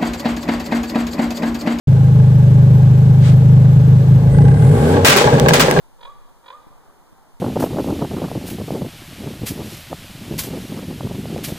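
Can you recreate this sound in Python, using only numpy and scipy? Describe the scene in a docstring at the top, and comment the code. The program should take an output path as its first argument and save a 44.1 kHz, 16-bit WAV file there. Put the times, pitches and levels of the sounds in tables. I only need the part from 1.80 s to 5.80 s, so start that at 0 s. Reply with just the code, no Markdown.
"""A low, throbbing idle swells into one quick rev, then breaks up into bangs and burbling pops.
It is a four-cylinder car beside a concrete wall, heard from behind the tailpipe. Every firing (fuel
burning in one cylinder) booms and rasps through the pipe. After one stab of throttle, at the top of
the rev, unburnt fuel explodes in the exhaust. A limiter (an automatic volume control) holds the bangs
down and ducks the engine under them."""
import sys
import numpy as np
from scipy import signal
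from scipy.fft import rfft, irfft, next_fast_len
from scipy.io import wavfile
from scipy.ndimage import uniform_filter1d, minimum_filter1d

SR = 44100
rng = np.random.default_rng(int(sys.argv[2]) if len(sys.argv) > 2 else 0)


def waveform_to_disk(signal):
    """Save audio, clipped to [-1, 1], as 16-bit WAV at the path in sys.argv[1]."""
    frames = np.transpose(np.atleast_2d(signal))
    scaled = np.clip(frames, -1, 1) * 32767
    samples = np.round(scaled).astype(np.int16)
    wavfile.write(sys.argv[1], SR, samples)


N = 176400
T = np.arange(N) / SR

# how fast the engine runs: (time [s], firings [per s])
ENGINE_SPEED = [(0, 26.48), (.6, 25.09), (1.2, 25.58), (1.8, 25.5), (2.2, 25.8), (2.516, 26.6),
                (2.59, 28.5), (2.8, 39), (2.9, 49.9), (3.0, 69.9), (3.098, 86.7), (3.164, 93.7),
                (3.25, 93.7), (3.42, 79), (3.55, 76), (3.65, 70.7), (4, 62)]
# sharp backfires: (time [s], level [dB], hold [s], decay time [s])
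BACKFIRES = [(3.2478, -5, 0.059, 0.025), (3.3624, -11, 0.021, 0.039), (3.6849, -7, 0.0043, 0.0083),
             (3.735, -7, 0.0092, 0.021), (3.7958, -7.5, .02, 0.018)]


def from_db(db):
    """Turn decibels into a number to multiply a sound by."""
    return 10 ** (np.asarray(db) / 20)


def rms_one(x):
    """Scale a signal to an average power of 1."""
    return x / np.sqrt(np.mean(x ** 2) + 1e-20)


def in_time(rows, at=T):
    """Join a table's rows with straight lines: one curve for each column after the time."""
    times, *columns = np.transpose(rows)
    return [np.interp(at, times, column) for column in columns]


def drift(rate):
    """A random wobble, about 1 in size, that picks a new value `rate` times a second."""
    return rms_one(np.interp(T * rate, np.arange(N), rng.standard_normal(N)))


def burst(start, hold, decay):
    """A loudness curve that jumps up, holds, then dies away."""
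    return (T >= start) * np.exp(-np.maximum(T - start - hold, 0) / decay)


def colour(x, points):
    """Give a sound a tone colour: some frequencies get stronger, others weaker, and the peaks ring."""
    size = next_fast_len(N + SR // 4, True) // 2 * 2
    hz, db = np.transpose(points)
    grid = np.arange(size // 2 + 1) * SR / size
    gain = from_db(np.interp(np.log(grid + 1e-9), np.log(hz), db))
    # these steps make the ringing come after each hit, never before it
    cepstrum = irfft(np.log(gain))
    cepstrum[1:size // 2] *= 2
    cepstrum[size // 2 + 1:] = 0
    return irfft(rfft(x, size) * np.exp(rfft(cepstrum)))[..., :N]


def pipe(pulses, points):
    """Pressure pulses make a pipe ring at its own notes, keeping about the same power."""
    click_response = colour(signal.unit_impulse(N), points)
    return colour(pulses, points) / np.sqrt(np.sum(click_response ** 2))


def air():
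    """Stereo hiss, much alike at both ears in the bass and unrelated in the treble."""
    # stereo width: (frequency [Hz], side level against the middle [dB])
    width = [(25, -4.5), (60, -24.5), (130, -23), (250, -15), (500, -26), (1000, -2), (2000, 0.5),
             (16000, 0.5)]
    mid, side = rng.standard_normal((2, N))
    return rms_one(mid + colour(side, width) * np.array([[1], [-1]]))


def turbulence(loudness, points):
    """Swirling gas: noise that follows a loudness curve and takes on a tone colour."""
    return rms_one(colour(air() * loudness, points)) * np.sqrt(np.mean(loudness ** 2))


def whine():
    """The idling engine's faint, unsteady whine and a tone an octave below, different at each ear."""
    # the upper tone: (time [s], pitch [Hz], level [dB])
    tone = [(0, 12730, -58), (1.7, 12850, -56.5), (2.55, 12740, -58.5), (2.9, 12550, -72)]
    hz, db = in_time(tone)
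    wander_hz, octave_db = 60, -8
    phase = np.array([2 * np.pi * np.cumsum(hz + wander_hz * drift(300)) / SR for _ in range(2)])
    loudness = np.sqrt(2) * from_db(db + 2 * drift(27))
    return loudness * (np.sin(phase) + from_db(octave_db) * np.sin(phase / 2))


def spit():
    """A short hiss of air swells and fades during the idle."""
    peak_s, width_s, peak_db = 1.474, 0.038, -31.5
    # tone colour: (frequency [Hz], level [dB])
    hiss_colour = [(400, 2), (2000, -2.5), (3500, -4.5), (6000, -12), (9000, -13.5), (11000, -27),
                   (16000, -28)]
    swell = np.exp(-.5 * ((T - peak_s) / width_s) ** 2)
    return turbulence(from_db(peak_db) * swell, hiss_colour)


def throttle_whistle():
    """Air slipping past the throttle plate sings in two breathy tones that rise with the flow."""
    # the whistle's path: (time [s], pitch [Hz], level [dB])
    path = [(2.35, 8330, -95), (2.53, 8430, -51), (2.72, 8400, -55), (2.85, 8900, -53), (3.14, 9550, -57.5),
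            (3.22, 9400, -85)]
    # its two tones: (pitch [times the path's], boost [dB], pitch blur [Hz])
    tones = [(1, 3, 540), (.237, 7.5, 140)]
    hz, db = in_time(path)
    whistle = 0
    for ratio, boost_db, blur_hz in tones:
        phase = 2 * np.pi * ratio * np.cumsum(hz) / SR
        ears = [drift(blur_hz) * np.sin(phase) + drift(blur_hz) * np.cos(phase) for _ in range(2)]
        whistle = whistle + from_db(db + boost_db) * np.array(ears)
    return whistle


def throttle_hiss():
    """Air hisses through the open throttle."""
    # strength of the hiss: (time [s], level [dB])
    levels = [(0, -102.5), (2.4, -74), (2.52, -50), (2.72, -52.5), (2.85, -42), (3.13, -38), (3.21, -64),
              (4, -56)]
    # its tone colour: (frequency [Hz], level [dB])
    hiss_colour = [(500, -28.5), (1300, -12.5), (1560, 11), (1780, -2.5), (2500, -9.5), (5000, -13),
                   (6900, -4.5), (7550, 10), (8200, 1), (9200, 9.5), (10500, -2.5), (13000, -1),
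                   (16000, -21)]
    return turbulence(from_db(in_time(levels)[0]), hiss_colour)


def gas_rush(puffs, pulsing=0.13):
    """A broad rush from the gas and the engine bay, pulsing a little with each puff."""
    # strength of the rush: (time [s], level [dB])
    levels = [(0, -41), (2.35, -40.5), (2.55, -41.5), (2.75, -42.5), (2.95, -37), (3.14, -29.5),
              (3.21, -33), (3.5, -30), (4, -28)]
    # its tone colour: (frequency [Hz], level [dB])
    rush_colour = [(30, -8), (300, 1), (1000, 2), (1700, -4), (2500, -7.5), (3400, -7.5), (5500, -14),
                   (9000, -15), (10500, -30), (14000, -20.5), (16000, -35.5)]
    return turbulence(rms_one(1 + pulsing * puffs) * from_db(in_time(levels)[0]), rush_colour)


def buffeting():
    """The jet of exhaust gas buffets the air with a low rumble."""
    # strength of the rumble: (time [s], level [dB])
    levels = [(0, -32.5), (2.3, -26.5), (2.55, -15.5), (2.8, -20), (3.2, -25.5), (3.38, -31), (3.53, -28),
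              (3.63, -12), (3.78, -19.5), (3.92, -31.5), (4, -9)]
    # its tone colour: (frequency [Hz], level [dB])
    rumble_colour = [(15, -22.5), (35, -21.5), (55, -14), (90, -9), (125, -13.5), (152, 3), (180, -8.5),
                     (300, -19), (1000, -60.5), (16000, -120)]
    return turbulence(from_db(in_time(levels)[0]), rumble_colour)


def puffing(pulses, decay_s):
    """Gas flow that jumps at each firing and dies away."""
    return rms_one(signal.lfilter([1], [1, -np.exp(-1 / (decay_s * SR))], pulses + 1e-18))


def tip_ring(pulses, delay_s=0.011):
    """The tip of the tailpipe rings just after each firing."""
    # strength of the ringing: (time [s], level [dB])
    levels = [(0, -41.5), (2.4, -41), (2.54, -33), (2.8, -30.5), (3.1, -26.5), (3.22, -29), (4, -40)]
    # its tone colour: (frequency [Hz], level [dB])
    tip_colour = [(300, -47), (720, -12), (812, 13.5), (930, -12.5), (1350, -18.5), (1560, -2),
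                  (1800, -17.5), (2000, -17), (2300, -23), (6000, -30.5), (16000, -52.5)]
    late_puffs = np.interp(T - delay_s, T, puffing(pulses, decay_s=0.0073))
    return turbulence(late_puffs * from_db(in_time(levels)[0]), tip_colour)


def drone():
    """The engine's two lowest notes hum cleanly while it pulls."""
    # the hum: (time [s], level at the firing rate [dB], level at twice that rate [dB])
    levels = [(2.3, -56, -34), (2.52, -43, -19.5), (2.7, -45, -21.5), (2.82, -34, -39), (3.0, -25, -45),
              (3.16, -31.5, -55), (3.24, -14.5, -48), (3.29, -60, -60)]
    phase = 2 * np.pi * np.cumsum(in_time(ENGINE_SPEED)[0]) / SR
    return sum(np.sqrt(2) * from_db(db) * np.sin(k * phase) for k, db in enumerate(in_time(levels), 1))


def firings(first_s=0.0027):
    """One pressure pulse per firing, uneven in strength and timing."""
    # strength of each of the four cylinders: (level [dB])
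    cylinder_db = [-1.08, -1, -0.46, -1.3]
    # how unevenly the fuel burns: (time [s], level spread [dB], timing spread [ms])
    unevenness = [(0, 0.87, 0.17), (2.3, 1.5, .25), (2.55, 5, 0.6), (3.05, 0.5, 0.25), (3.24, 5, 0.22),
                  (3.4, 9.5, 1.35), (4, 5, 1.4)]
    rate, = in_time(ENGINE_SPEED)
    fired_so_far = np.cumsum(rate) / SR
    number = np.arange(int(fired_so_far[-1]))
    due_s = np.interp(number, fired_so_far, T) + first_s
    spread_db, spread_ms = in_time(unevenness, due_s)
    time_chance, level_chance = rng.standard_normal((len(number), 2)).T
    fired_s = due_s + time_chance * spread_ms / 1000
    at = np.clip((fired_s * SR).astype(int), 0, N - 1)
    strength = from_db(np.take(cylinder_db, number, mode="wrap") + spread_db * level_chance)
    # keeps the average power about the same at any speed and unevenness
    balance = np.exp(-np.log(from_db(spread_db)) ** 2) * np.sqrt(SR / rate[at])
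    pulses = np.zeros(N)
    pulses[at] = strength * balance
    return pulses


def silencer_delay(x, centre_hz=111, width_hz=29.8):
    """The silencer holds its lowest notes back, so each boom swells and sinks in pitch."""
    radius = np.exp(-np.pi * width_hz / SR)
    feedback = [1, -2 * radius * np.cos(2 * np.pi * centre_hz / SR), radius * radius]
    return signal.lfilter(feedback[::-1], feedback, x)


def exhaust(pulses, puffs, steady_share=0.76):
    """Each firing booms down the pipe, barks when the engine works hard and puffs out rasping gas."""
    # strength of the three sounds: (time [s], boom [dB], bark [dB], rasp [dB])
    levels = [(0, -7.5, -62.5, -30.5), (2.15, -6.5, -54.5, -30), (2.23, -11, -67, -29),
              (2.3, -6.5, -48.5, -30), (2.55, -6.5, -24, -26.5), (2.8, -8.5, -21.5, -27),
              (2.92, -3.5, -15, -21.5), (2.98, -28, -15.5, -19.5), (3.14, -14, -9.5, -17.5),
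              (3.23, -40, -18.5, -20), (3.4, -25.5, -27.5, -17.5), (3.61, -14.5, -15, -15),
              (3.92, -35, -23, -15), (4, -19.5, -23.5, -19)]
    # their tone colours: (frequency [Hz], level [dB])
    boom_colour = [(25, -61.5), (51, -19), (76, -14.5), (102, -2), (127, 5), (153, 0.5), (178, -13.5),
                   (204, -11.5), (232, -28.5), (290, -27.5), (500, -57.5), (1500, -83.5), (16000, -140)]
    bark_colour = [(25, -21), (55, -9.5), (90, -9.5), (145, 4.5), (185, -12), (220, 1.5), (280, -5),
                   (330, -13), (460, -0.5), (700, -34.5), (2000, -57), (16000, -100)]
    rasp_colour = [(40, -24), (150, -6.5), (250, -1.5), (335, -9), (400, 0.5), (460, 2), (515, -6),
                   (560, 1), (610, -6.5), (740, -12), (830, -6), (920, -16), (1090, -17), (1300, -26),
                   (1640, -22), (1850, -32), (4000, -40), (12000, -62.5)]
    boom_db, bark_db, rasp_db = in_time(levels)
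    boom = silencer_delay(pipe(pulses * from_db(boom_db), boom_colour))
    bark = pipe(pulses * from_db(bark_db), bark_colour)
    flow = rms_one(puffs * (1 - steady_share) + steady_share)
    rasp = turbulence(flow * from_db(rasp_db), rasp_colour)
    return boom + bark + rasp


def engine():
    """The running engine: everything that beats with the firings, plus hiss and rumble."""
    pulses = firings()
    puffs = puffing(pulses, decay_s=0.027)
    beating = exhaust(pulses, puffs) + drone() + tip_ring(pulses) + gas_rush(puffs)
    return beating + throttle_hiss() + buffeting()


def burble(decay_s=0.0061, kick_db=-5, sputter_db=-2, flicker_db=4):
    """Small explosions kick the silencer into ringing and sputter on unevenly."""
    # pops inside the silencer: (time [s], level [dB])
    pops = [(3.14, -13.5), (3.167, -7.5), (3.36, 0.5), (3.413, -4), (3.442, -4), (3.474, -1.5),
            (3.495, -7.5), (3.526, -9), (3.543, -6.5), (3.581, -12.5), (3.604, -3), (3.661, -0.5),
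            (3.685, -4), (3.708, -9), (3.742, -0.5), (3.798, -5.5), (3.883, -3.5), (3.911, 0),
            (3.924, -6.5), (3.964, -12), (3.974, -7), (3.989, -5.5)]
    # the silencer's ringing: (frequency [Hz], level [dB])
    pop_colour = [(60, -26.5), (150, -16.5), (320, -15.5), (385, -2), (430, -7.5), (485, 7), (530, -5.5),
                  (600, 2), (720, -20), (838, -0.5), (900, -21), (962, -3.5), (1030, -29.5), (1100, -9.5),
                  (1300, -30.5), (1640, -8.5), (1850, -23.5), (4500, -35), (12000, -78)]
    kicks = np.zeros(N)
    for start, db in pops:
        kicks[min(int(start * SR), N - 1)] = from_db(db + kick_db) * np.sqrt(decay_s * SR / 2)
    power = sum((from_db(db) * burst(start, 0, decay_s)) ** 2 for start, db in pops)
    sputter = np.sqrt(power) * from_db(sputter_db + flicker_db * drift(200))
    return pipe(kicks, pop_colour) + turbulence(sputter, pop_colour)


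def cracks():
    """Single shock waves snap out of the pipe like a whip."""
    # the snaps: (time [s], level [dB])
    snaps = [(3.5984, 2), (3.6926, -3), (3.7385, 0), (3.7544, -3), (3.912, -1)]
    # their tone colour: (frequency [Hz], level [dB])
    snap_colour = [(300, 4), (3000, -0.5), (15500, -11.5)]
    loudness = sum(from_db(db) * burst(start, hold=0.0003, decay=0.0003) for start, db in snaps)
    return turbulence(loudness, snap_colour)


def shocks(gain_db=-7, decay_s=0.0016, flicker_db=5):
    """Bright shock waves crackle for as long as each backfire holds."""
    # tone colour of the crackle: (frequency [Hz], level [dB])
    shock_colour = [(500, -30), (2500, 2), (7000, -2), (15500, -1)]
    power = sum((from_db(db) * burst(start, hold, decay_s)) ** 2 for start, db, hold, _ in BACKFIRES)
    flicker = rms_one(from_db(flicker_db * drift(700)))
    return turbulence(from_db(gain_db) * np.sqrt(power) * flicker, shock_colour)


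def backfires(tail_db=-8.5, tail_s=0.12, crackle_db=1.5):
    """Unburnt fuel explodes at the pipe's mouth; longer blasts leave a stronger echoing tail."""
    # tone colour of a blast: (frequency [Hz], level [dB])
    bang_colour = [(40, -24.5), (300, -4), (800, 6.5), (1300, 4.5), (2100, 2.5), (3800, -1.5), (6000, -6),
                   (8500, -8.5), (10500, -19), (15500, -20)]
    power = 0
    for start, db, hold, decay in BACKFIRES:
        blast = burst(start, hold, decay)
        tail = from_db(tail_db) * np.sqrt((hold + decay) / tail_s) * burst(start, hold, tail_s)
        power = power + from_db(db) ** 2 * (blast ** 2 + tail ** 2)
    crackle = rms_one(from_db(crackle_db * drift(520)))
    return turbulence(np.sqrt(power) * crackle, bang_colour)


def with_echoes(x):
    """A sound plus its quick bounces off the wall and the ground."""
    # the bounces: (left delay [s], right delay [s], level [dB])
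    echoes = [(.0031, 0.005, -18), (0.0116, 0.014, -11.5)]
    bounced = 0
    for *delays, db in echoes:
        ears = [np.interp(T - delay, T, side, left=0) for delay, side in zip(delays, x)]
        bounced = bounced + from_db(db) * np.array(ears)
    return x + bounced


def scene():
    """All the sounds together; they reach the left ear a touch later and louder than the right."""
    left_delay_s, left_db = .00023, .55
    car = engine() + with_echoes(backfires()) + shocks() + cracks() + burble()
    left, right = car + spit() + whine() + throttle_whistle()
    return np.array([from_db(left_db) * np.roll(left, int(left_delay_s * SR)), right])


def record(dry):
    """Sound starts abruptly; a limiter holds the level, sharp peaks clip and the top treble is cut."""
    start_s, fade_in_s = .072, .003
    ceiling, clip_at = 0.9, 0.835  # full scale is 1
    sense_s, recovery_db_per_s, cutoff_hz = 0.00022, 254, 16700
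    x = dry * np.clip((T - start_s) / fade_in_s, 0, 1)
    # the limiter misses peaks shorter than sense_s
    sensed = uniform_filter1d(np.abs(x).max(axis=0), size=int(sense_s * SR))
    over_db = 20 * np.log10(np.maximum(sensed / ceiling, 1))
    # it turns down quickly, then comes back up at a steady rate
    recovery_db = recovery_db_per_s * T
    cut_db = np.maximum.accumulate(over_db + recovery_db) - recovery_db
    smooth_gain_db = uniform_filter1d(minimum_filter1d(-cut_db, size=45), size=89)
    clipped = np.clip(x * from_db(smooth_gain_db), -clip_at, clip_at)
    return signal.sosfilt(signal.cheby2(18, 70, cutoff_hz, fs=SR, output="sos"), clipped)


dry = scene()
out = record(dry)
waveform_to_disk(out)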